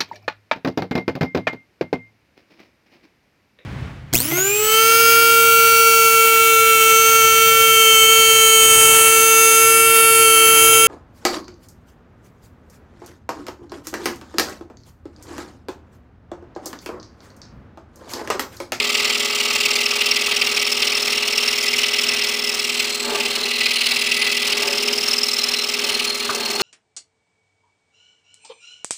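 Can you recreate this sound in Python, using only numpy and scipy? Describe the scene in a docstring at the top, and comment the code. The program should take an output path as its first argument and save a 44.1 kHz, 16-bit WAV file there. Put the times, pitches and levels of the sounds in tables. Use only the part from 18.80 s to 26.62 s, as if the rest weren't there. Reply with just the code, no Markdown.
"""A pulsing rasp over hum and clatter: a scroll saw cuts thin wood, close by in a small workshop.
A crank drives the blade at about 20 strokes a second. The teeth rasp hard going down and lightly going
up, pitched by the blade's speed, while the motor hums, the frame drones and the linkage knocks.
Twisted in a turn, the blade whistles and binds; when the hands ease off, the wood chatters on the
steel table, and near the end it slaps down."""
import sys
import numpy as np
from scipy import signal
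from scipy.fft import rfft, irfft
from scipy.io import wavfile
from scipy.ndimage import uniform_filter1d

SR = 44100
rng = np.random.default_rng(int(sys.argv[2]) if len(sys.argv) > 2 else 0)


def transcribe(u):
    """Save the signal u as a 16-bit wav file named by the first command-line argument.

    u: samples, shape (n,) or (channels, n), limited to [-1, 1]; the rate is SR.
    q: integer samples, one column per channel.
    """
    v = np.clip(np.atleast_2d(u).T, -1, 1)
    q = np.round(v * 32767).astype(np.int16)
    wavfile.write(sys.argv[1], SR, q)


N = 344862
T = np.arange(N) / SR

# Speed of the crank. Each row: time in seconds, turns per second.
CRANK_SPEED = [(0.0, 19.73), (4.1, 19.755), (4.45, 19.519), (4.8, 19.893), (5.2, 19.628), (6.0, 19.677),
               (6.5, 19.761), (7.0, 19.695), (7.4, 19.589), (7.8, 19.532)]
# How hard the wood meets the blade. Each row: time in seconds, relative level in dB.
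FEED_ON_TEETH = [(0.0, -20.5), (0.6, -20.5), (0.73, -20), (1.18, -20.5), (1.33, -20), (1.4, -20),
                 (3.43, -22), (3.6, -25.5), (4.0, -22), (4.12, -26.5), (4.28, -29), (4.42, -21),
                 (4.58, -27), (4.83, -19.5), (6.62, -26), (7.23, -22.5), (7.33, -28), (7.75, -28.5)]
LEAN_ON_FLANK = [(0.0, -40), (0.08, -28.5), (2.2, -24), (2.45, -25.5), (2.68, -20.5), (3.6, -24),
                 (3.7, -23.5), (4.33, -34.5), (4.98, -30), (5.62, -27.5), (6.38, -18.7), (7.33, -30),
                 (7.4, -35), (7.75, -30)]
# Single strokes rasp briefly louder or softer. Each row: time in seconds, change of level in dB.
STROKE_ACCENTS = [(.860, 3.5), (1.265, 4), (1.317, 5), (1.568, 2.5), (1.773, 1), (1.872, 1.5), (2.028, 3),
                  (2.936, 3.5), (4.863, 3), (4.965, -2), (6.438, 2.5), (6.489, -2.5)]
# Resonance of the blade's flank in the kerf. Each row: time in seconds, frequency in Hz.
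KERF_RESONANCE = [(0, 5500), (3.5, 5260), (5.3, 4920), (6, 5180), (7.82, 5330)]
# The blade is twisted in a turn. Each row: start and length in seconds, whistle frequency and width
# in Hz, whistle level in dB, sizzle frequency in Hz, sizzle level in dB.
BLADE_TWISTS = [(-.2, 0.97, 4530, 260, -38, 7450, -35), (3.75, 0.51, 4190, 260, -32, 7750, -36),
                (4.49, 0.5, 4140, 400, -27.5, 9500, -43), (4.856, 0.67, 4340, 700, -32.5, 9780, -39),
                (6.39, 0.28, 4090, 300, -28.5, 9700, -55), (6.997, .28, 4230, 150, -28, 9650, -39),
                (7.485, 0.25, 4300, 110, -27, 10000, -56)]
# Vibration of the frame. Each row: multiple of the crank speed, resting level in dB.
FRAME_HARMONICS = [(9, -65), (11, -50), (12, -53.5), (13, -49.5), (15, -57.5), (17, -55), (19, -48),
                   (20, -58), (22, -52), (25, -52.5), (29, -49.5), (35, -58.5), (39, -52), (45, -56.5)]
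# Loudness of motor and linkage. Each row: time in seconds, relative level in dB.
HUM_LEVEL = [(0.0, -40.5), (1.75, -43.5), (4.62, -39), (7.75, -40.0)]
CLATTER_LEVEL = [(0.0, -32), (2.1, -35), (2.25, -32.5), (3.15, -40), (7.38, -37.5)]
# Knocks from play in the linkage. Each row: position as a share of a turn, relative level in dB.
LINKAGE_KNOCKS = [(0.057, -16), (0.21, -4), (.40, -9), (0.538, -6.5), (0.772, -5.5), (0.912, -4)]
# The blade binds in a tight curve. Each row: start in seconds, length in seconds, level in dB.
BLADE_BINDS = [(2.75, 0.99, -31), (4.6, 0.3, -29.5), (5.15, 0.44, -27)]
# The hands ease off. Each row: start and length in seconds, chatter level in dB, drone rise in dB.
WOOD_LIFTS = [(4.177, 0.17, -27, 5.5), (4.5, 0.062, -29.5, 0), (5.706, 0.14, -29.5, 3),
              (5.9, .22, -38, 6.5), (6.92, 0.27, -36.5, 2), (7.425, 0.55, -32.5, 4.5)]
# The wood slaps down. Each row: start in seconds, level in dB, relative crack level in dB, ring in Hz.
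WOOD_SLAPS = [(7.491, -15.5, -6, 1200), (7.798, -17, 3, 1200), (7.809, -19, -10, 430)]
# Modes of the free blade with its clamps, the saw's arms, the bound blade and the steel table.
# Each row: frequency in Hz, bandwidth in Hz, relative gain in dB.
BLADE_MODES = [(1998, 29, 0), (2031, 20, 4.5), (2260, 91, -6), (2283, 160, -16.5), (2813, 14, 6.5),
               (2600, 16, -8), (2670, 31, -0.5), (2765, 130, -4.5), (3164, 22, -3.5), (3090, 110, -29.5),
               (3340, 61, -30), (3823, 17, -8)]
ARM_MODES = [(452, 18.4, 5), (590, 77, -2), (790, 320, -10.5), (868, 37, 3), (1164, 44, 5.5),
             (1293.5, 23.7, 10.5), (1530, 260, -10.5)]
BOUND_MODES = [(2000, 20, 6), (2180, 24, -8), (2350, 44, -12), (2630, 113, 1.5), (3390, 33, 2.5)]
TABLE_MODES = [(129, 100, -23), (223, 18, -2), (416, 70, 7), (451, 95, 3), (564.5, 5.9, 6), (707, 30, 3),
               (877.4, 10.7, 10.5), (1026, 110, -6.5), (1181, 36, 1.5), (1605, 70, -2.5), (2750, 440, -30)]
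# Spectral envelopes. Each row: frequency in Hz, relative gain in dB.
RASP_SPECTRUM = [(600, -24.5), (1750, -13.5), (2000, -1.5), (2750, 3.5), (3300, 5), (3800, 1), (4300, 1),
                 (4650, 3), (5100, 2), (6200, -18), (10000, -22.5)]
DUST_SPECTRUM = [(2500, -32.5), (5000, 9.5), (6500, 4.5), (7400, 2.5), (8200, 1.5), (8800, 0), (9850, 3.5),
                 (10250, -8), (12500, -7), (13900, -4), (14800, -0.5), (15300, 4.5), (15800, -40)]
AIR_SPECTRUM = [(25, -4.5), (100, -5.5), (200, -5), (450, 1), (1000, 4.5), (1700, 5.5), (2600, 6.5),
                (4400, 12.5), (5200, -34), (9000, -8), (15500, -34)]
CRACK_SPECTRUM = [(100, -44), (400, -1), (1100, -8), (3200, 2), (6000, -18), (15000, -46)]
ECHO_SPECTRUM = [(300, 11.5), (1500, 6.5), (4400, 2.0), (5200, -21), (12000, -6)]

# Each pair: attack in seconds, release in seconds.
TWIST_RAMPS, BIND_RAMPS, LIFT_RAMPS = (.14, .43), (.12, .17), (.15, .19)


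def undb(db):
    """Amplitude ratio of a level in decibels."""
    return 10 ** (np.asarray(db) / 20)


def unit(x):
    """Normalisation to an rms of one."""
    return x / np.sqrt(np.mean(x ** 2))


def curve(table):
    """Linear interpolation of a timed table at every sample."""
    return np.interp(T, *np.transpose(table))


def swell(start_s, length_s, attack_s, release_s):
    """Trapezoidal envelope: it rises towards one and falls once its length is over."""
    return np.clip((T - start_s) / attack_s, 0, 1) * np.clip(1 - (T - start_s - length_s) / release_s, 0, 1)


def walk(rate_hz):
    """Low-pass noise: a smooth random drift with an rms of one."""
    span = int(SR / rate_hz)
    return unit(uniform_filter1d(uniform_filter1d(rng.standard_normal(N), span), span))


def grit(spread_db):
    """Noise with log-normal modulation: dense fibre snaps of unequal size."""
    sizes = np.repeat(rng.standard_normal(N // 16 + 1), 16)[:N]
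    return unit(rng.standard_normal(N) * undb(spread_db * sizes))


def colour(x, spectrum, size=4096):
    """Minimum-phase filtering: folding the cepstrum makes the spectral envelope causal."""
    hz, db = np.transpose(spectrum)
    bins_hz = np.maximum(np.fft.rfftfreq(size, 1 / SR), 1)
    cepstrum = irfft(np.log(undb(np.interp(np.log(bins_hz), np.log(hz), db))))
    cepstrum[1:size // 2] *= 2
    cepstrum[size // 2 + 1:] = 0
    return signal.fftconvolve(x, irfft(np.exp(rfft(cepstrum))))[:N]


def ring(x, modes):
    """Modal superposition: each mode answers a push with a damped sinusoid."""
    t = T[:SR // 5]
    response = sum((-1) ** k * undb(db) * width * np.exp(-np.pi * width * t) * np.sin(2 * np.pi * hz * t)
                   for k, (hz, width, db) in enumerate(modes))
    return signal.fftconvolve(x, response)[:N]


def sing(x, hz, width_hz):
    """Band-pass resonance about a fixed or moving centre, by heterodyning."""
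    carrier = np.exp(2j * np.pi * np.cumsum(np.broadcast_to(hz, x.shape)) / SR)
    baseband = signal.lfilter(*signal.butter(2, width_hz / 2, fs=SR), x / carrier)
    return unit(np.real(carrier * baseband))


def blade_speed(turns, skew):
    """Reciprocating motion, positive downward: the rocking arm adds a second harmonic."""
    angle = 2 * np.pi * turns
    return (np.cos(angle) - skew * np.sin(2 * angle)) / np.sqrt(1 + (2 * skew) ** 2)


def per_stroke(turns):
    """Sample and hold: one random value for each half turn."""
    return rng.standard_normal(400)[np.round(2 * turns).astype(int)]


def stroke(turns, up_db, sharp, rest, scatter_db):
    """Cutting force saturates with blade speed, is weaker going up and varies by stroke."""
    speed = blade_speed(turns, skew=.069)
    grip = np.tanh(1.5 * np.abs(speed) ** sharp)
    return rest + undb(scatter_db * per_stroke(turns)) * grip * np.where(speed > 0, 1, undb(up_db))


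def tooth_phase(turns, peak_hz=2830, jitter=.035):
    """Frequency modulation: the tooth-passing rate follows blade speed and wavers as the blade flexes."""
    flex = .045 * walk(110) + .02 * per_stroke(turns)
    speed = np.abs(blade_speed(turns + .018 * walk(25), skew=.25))
    rate_hz = peak_hz * speed * (1 + jitter * walk(1200) + flex)
    return 2 * np.pi * np.cumsum(rate_hz) / SR


def tooth_bite(turns, phase, strength):
    """Forced vibration: periodic tooth impacts chirp, fibres tear, and both ring the blade."""
    buzz = np.sin(phase) + .8 * np.sin(2 * phase) + .4 * np.sin(3 * phase)
    striking = stroke(turns - .03, up_db=-8, sharp=1.4, rest=0, scatter_db=1.7)
    chirp = unit(colour(strength * buzz * striking, RASP_SPECTRUM))
    tearing = grit(1.8) * stroke(turns, up_db=-1, sharp=1.14, rest=.029, scatter_db=1.5)
    rasp = unit(colour(strength * tearing, RASP_SPECTRUM))
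    ringing = unit(ring(rasp + .04 * chirp, BLADE_MODES))
    return unit(chirp + .55 * rasp + .45 * ringing)


def flank_squeak(turns, phase, strength, lean_db):
    """Friction noise and the teeth's second harmonic excite the kerf's resonance."""
    force = strength * stroke(turns, up_db=-4, sharp=2.4, rest=.01, scatter_db=1.8)
    pitched = np.clip(undb(lean_db + 22.5), 0, .8)  # a light touch only rubs
    friction = pitched * np.sin(2 * phase) + grit(.61)
    return sing(force * friction, curve(KERF_RESONANCE), width_hz=494)


def dust_hiss(turns, phase, strength):
    """Broadband noise of thrown sawdust; the teeth's third and fourth harmonics arch through it."""
    scrape = grit(1.5) + .6 * np.sin(3 * phase) + .25 * np.sin(4 * phase)
    force = strength * stroke(turns + .0063, up_db=-4.5, sharp=.96, rest=.016, scatter_db=1.3)
    return unit(colour(force * scrape, DUST_SPECTRUM))


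def twist_whistle(turns):
    """Narrow resonance: the twisted blade's free length whistles, and a high mode sizzles."""
    pluck = grit(.33) * stroke(turns, up_db=-3, sharp=2.1, rest=.078, scatter_db=3.5)
    out = np.zeros(N)
    for start, length, hz, width, db, sizzle_hz, sizzle_db in BLADE_TWISTS:
        force = swell(start, length, *TWIST_RAMPS)
        on = force > 0
        whistle = undb(db) * sing(pluck[on], hz, width)
        sizzle = undb(sizzle_db) * sing(pluck[on], sizzle_hz, width_hz=480)
        out[on] += force[on] * (whistle + sizzle)
    return out


def cutting(turns):
    """Amplitude modulation: hand pressure, grain and brief accents govern bite, squeak and dust."""
    feed_db = curve(FEED_ON_TEETH) - .12 * walk(12)  # the hands waver
    lean_db = curve(LEAN_ON_FLANK)
    dust_db = -29 + .25 * (feed_db - feed_db.mean()) + .14 * (lean_db - lean_db.mean())
    accent = undb(sum(db * np.exp(-((T - at) / .009) ** 2) for at, db in STROKE_ACCENTS))
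    grain = undb(1.1 * walk(350))
    phase = tooth_phase(turns)
    bite = tooth_bite(turns, phase, accent * grain) * undb(feed_db - 1)
    squeak = flank_squeak(turns, phase, accent * grain, lean_db) * undb(lean_db - 3)
    dust = dust_hiss(turns, phase, np.sqrt(accent) * grain) * undb(dust_db)
    return bite + squeak + dust


def frame_freedom():
    """Damping by the hands, as a gain in dB: easing off frees the frame; twist and lean restrain it."""
    eased_db = sum(db * swell(start, length, *LIFT_RAMPS) for start, length, _, db in WOOD_LIFTS)
    twist = sum(undb(db) * swell(start, length, *TWIST_RAMPS)
                for start, length, _, _, db, _, _ in BLADE_TWISTS)
    lean_db = curve(LEAN_ON_FLANK)
    return eased_db - 8.5 * (twist / twist.max()) ** 2 - .084 * (lean_db - lean_db.mean())


def frame_drone(turns, resonant_harmonic=21):
    """Forced vibration at harmonics of the crank speed; the one at the frame's resonance dominates."""
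    free_db = frame_freedom()
    drone = undb(-36 + free_db + .62 * walk(16)) * np.sin(2 * np.pi * resonant_harmonic * turns)
    others = sum(undb(db + 1.13 * walk(5)) * np.sin(2 * np.pi * (k * turns + rng.random()))
                 for k, db in FRAME_HARMONICS)
    return np.sqrt(2) * (drone + others * undb(.64 * free_db))


def motor_hum(hz=240):
    """Simple harmonic vibration of the motor: a pure tone of slowly changing level."""
    return np.sqrt(2) * undb(curve(HUM_LEVEL) - 3.5) * np.sin(2 * np.pi * hz * T)


def knocks(turns, share, decay_s, scatter_db):
    """Pulse train: one exponentially fading push a turn, each of its own strength."""
    count = np.floor(turns - share)
    age_s = (turns - share - count) * T[-1] / turns[-1]
    strength = undb(scatter_db * rng.standard_normal(400))
    return strength[count.astype(int)] * np.exp(-age_s / decay_s)


def linkage_clatter(turns):
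    """Impact excitation: play in the linkage knocks on every turn and rings the saw's arms."""
    push = sum(undb(db) * knocks(turns, share, decay_s=.0014, scatter_db=.5)
               for share, db in LINKAGE_KNOCKS)
    clicks = unit(np.diff(push, prepend=push[0]))
    rattle = unit(push * grit(2))
    return unit(ring(clicks + .7 * rattle, ARM_MODES)) * undb(curve(CLATTER_LEVEL) - 1.5)


def air_rush():
    """Filtered noise: a soft rush of air whose level flutters."""
    return unit(colour(rng.standard_normal(N), AIR_SPECTRUM)) * undb(-30.5 + 1.8 * walk(14))


def blade_binding(turns):
    """Sliding friction: wedged in the kerf, the blade scrapes almost without a break and rings."""
    scrape = grit(1.3) * stroke(turns, up_db=-1.5, sharp=.82, rest=.33, scatter_db=2)
    wedged = sum(undb(db) * swell(start, length, *BIND_RAMPS) for start, length, db in BLADE_BINDS)
    return unit(ring(scrape, BOUND_MODES)) * wedged


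def wood_chatter(turns):
    """Intermittent contact: the blade lifts the loose wood, whose bounces ring the table."""
    bounce = .41 + knocks(turns, share=.72, decay_s=.0063, scatter_db=3)
    loose = sum(undb(db) * swell(start, length, *LIFT_RAMPS) for start, length, db, _ in WOOD_LIFTS)
    return unit(ring(bounce * grit(1.2), TABLE_MODES)) * loose


def wood_slaps(ring_decay_s=.014, crack_decay_s=.005):
    """Impact transients: the wood lands on the table with a crack and a damped tone."""
    noise = unit(colour(grit(2.6), CRACK_SPECTRUM))
    out = np.zeros(N)
    for start, db, crack_db, hz in WOOD_SLAPS:
        age = np.maximum(T - start, 0)
        build_up = 1 - np.exp(-age * hz / 2)  # the plate needs a few cycles to get going
        tone = build_up * (np.sin(2 * np.pi * hz * age) + .7 * sing(grit(2), hz, width_hz=500))
        crack = undb(crack_db) * noise * np.exp(-age / crack_decay_s)
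        out += (T > start) * undb(db) * (tone * np.exp(-age / ring_decay_s) + crack)
    return out


def workshop(x, t60_s=.12):
    """Reverberation: diffuse reflections from bench and walls decay exponentially."""
    t = T[:SR // 2]
    tail = rng.standard_normal(len(t)) * np.exp(-np.log(1000) * t / t60_s) * (t > .003)
    echo = signal.fftconvolve(x, tail / np.sqrt(np.sum(tail ** 2)))[:N]
    return x + undb(-11) * colour(echo, ECHO_SPECTRUM)


def scene():
    """Superposition: blade, wood, frame and linkage follow one crank, over hum and air."""
    turns = np.cumsum(curve(CRANK_SPEED)) / SR
    air = air_rush()
    blade = cutting(turns) + twist_whistle(turns) + blade_binding(turns)
    wood = wood_chatter(turns) + wood_slaps()
    sawing = workshop(blade + wood)
    machine = frame_drone(turns) + motor_hum() + linkage_clatter(turns)
    return (sawing + machine + air)[None]


def record(dry):
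    """Soft saturation: the microphone rounds the highest peaks; a steep low-pass cuts the top."""
    low_pass = signal.ellip(12, .2, 80, 15750, fs=SR, output="sos")
    return signal.sosfilt(low_pass, np.tanh(.7 * dry) / .7)


dry = scene()
out = record(dry)
transcribe(out)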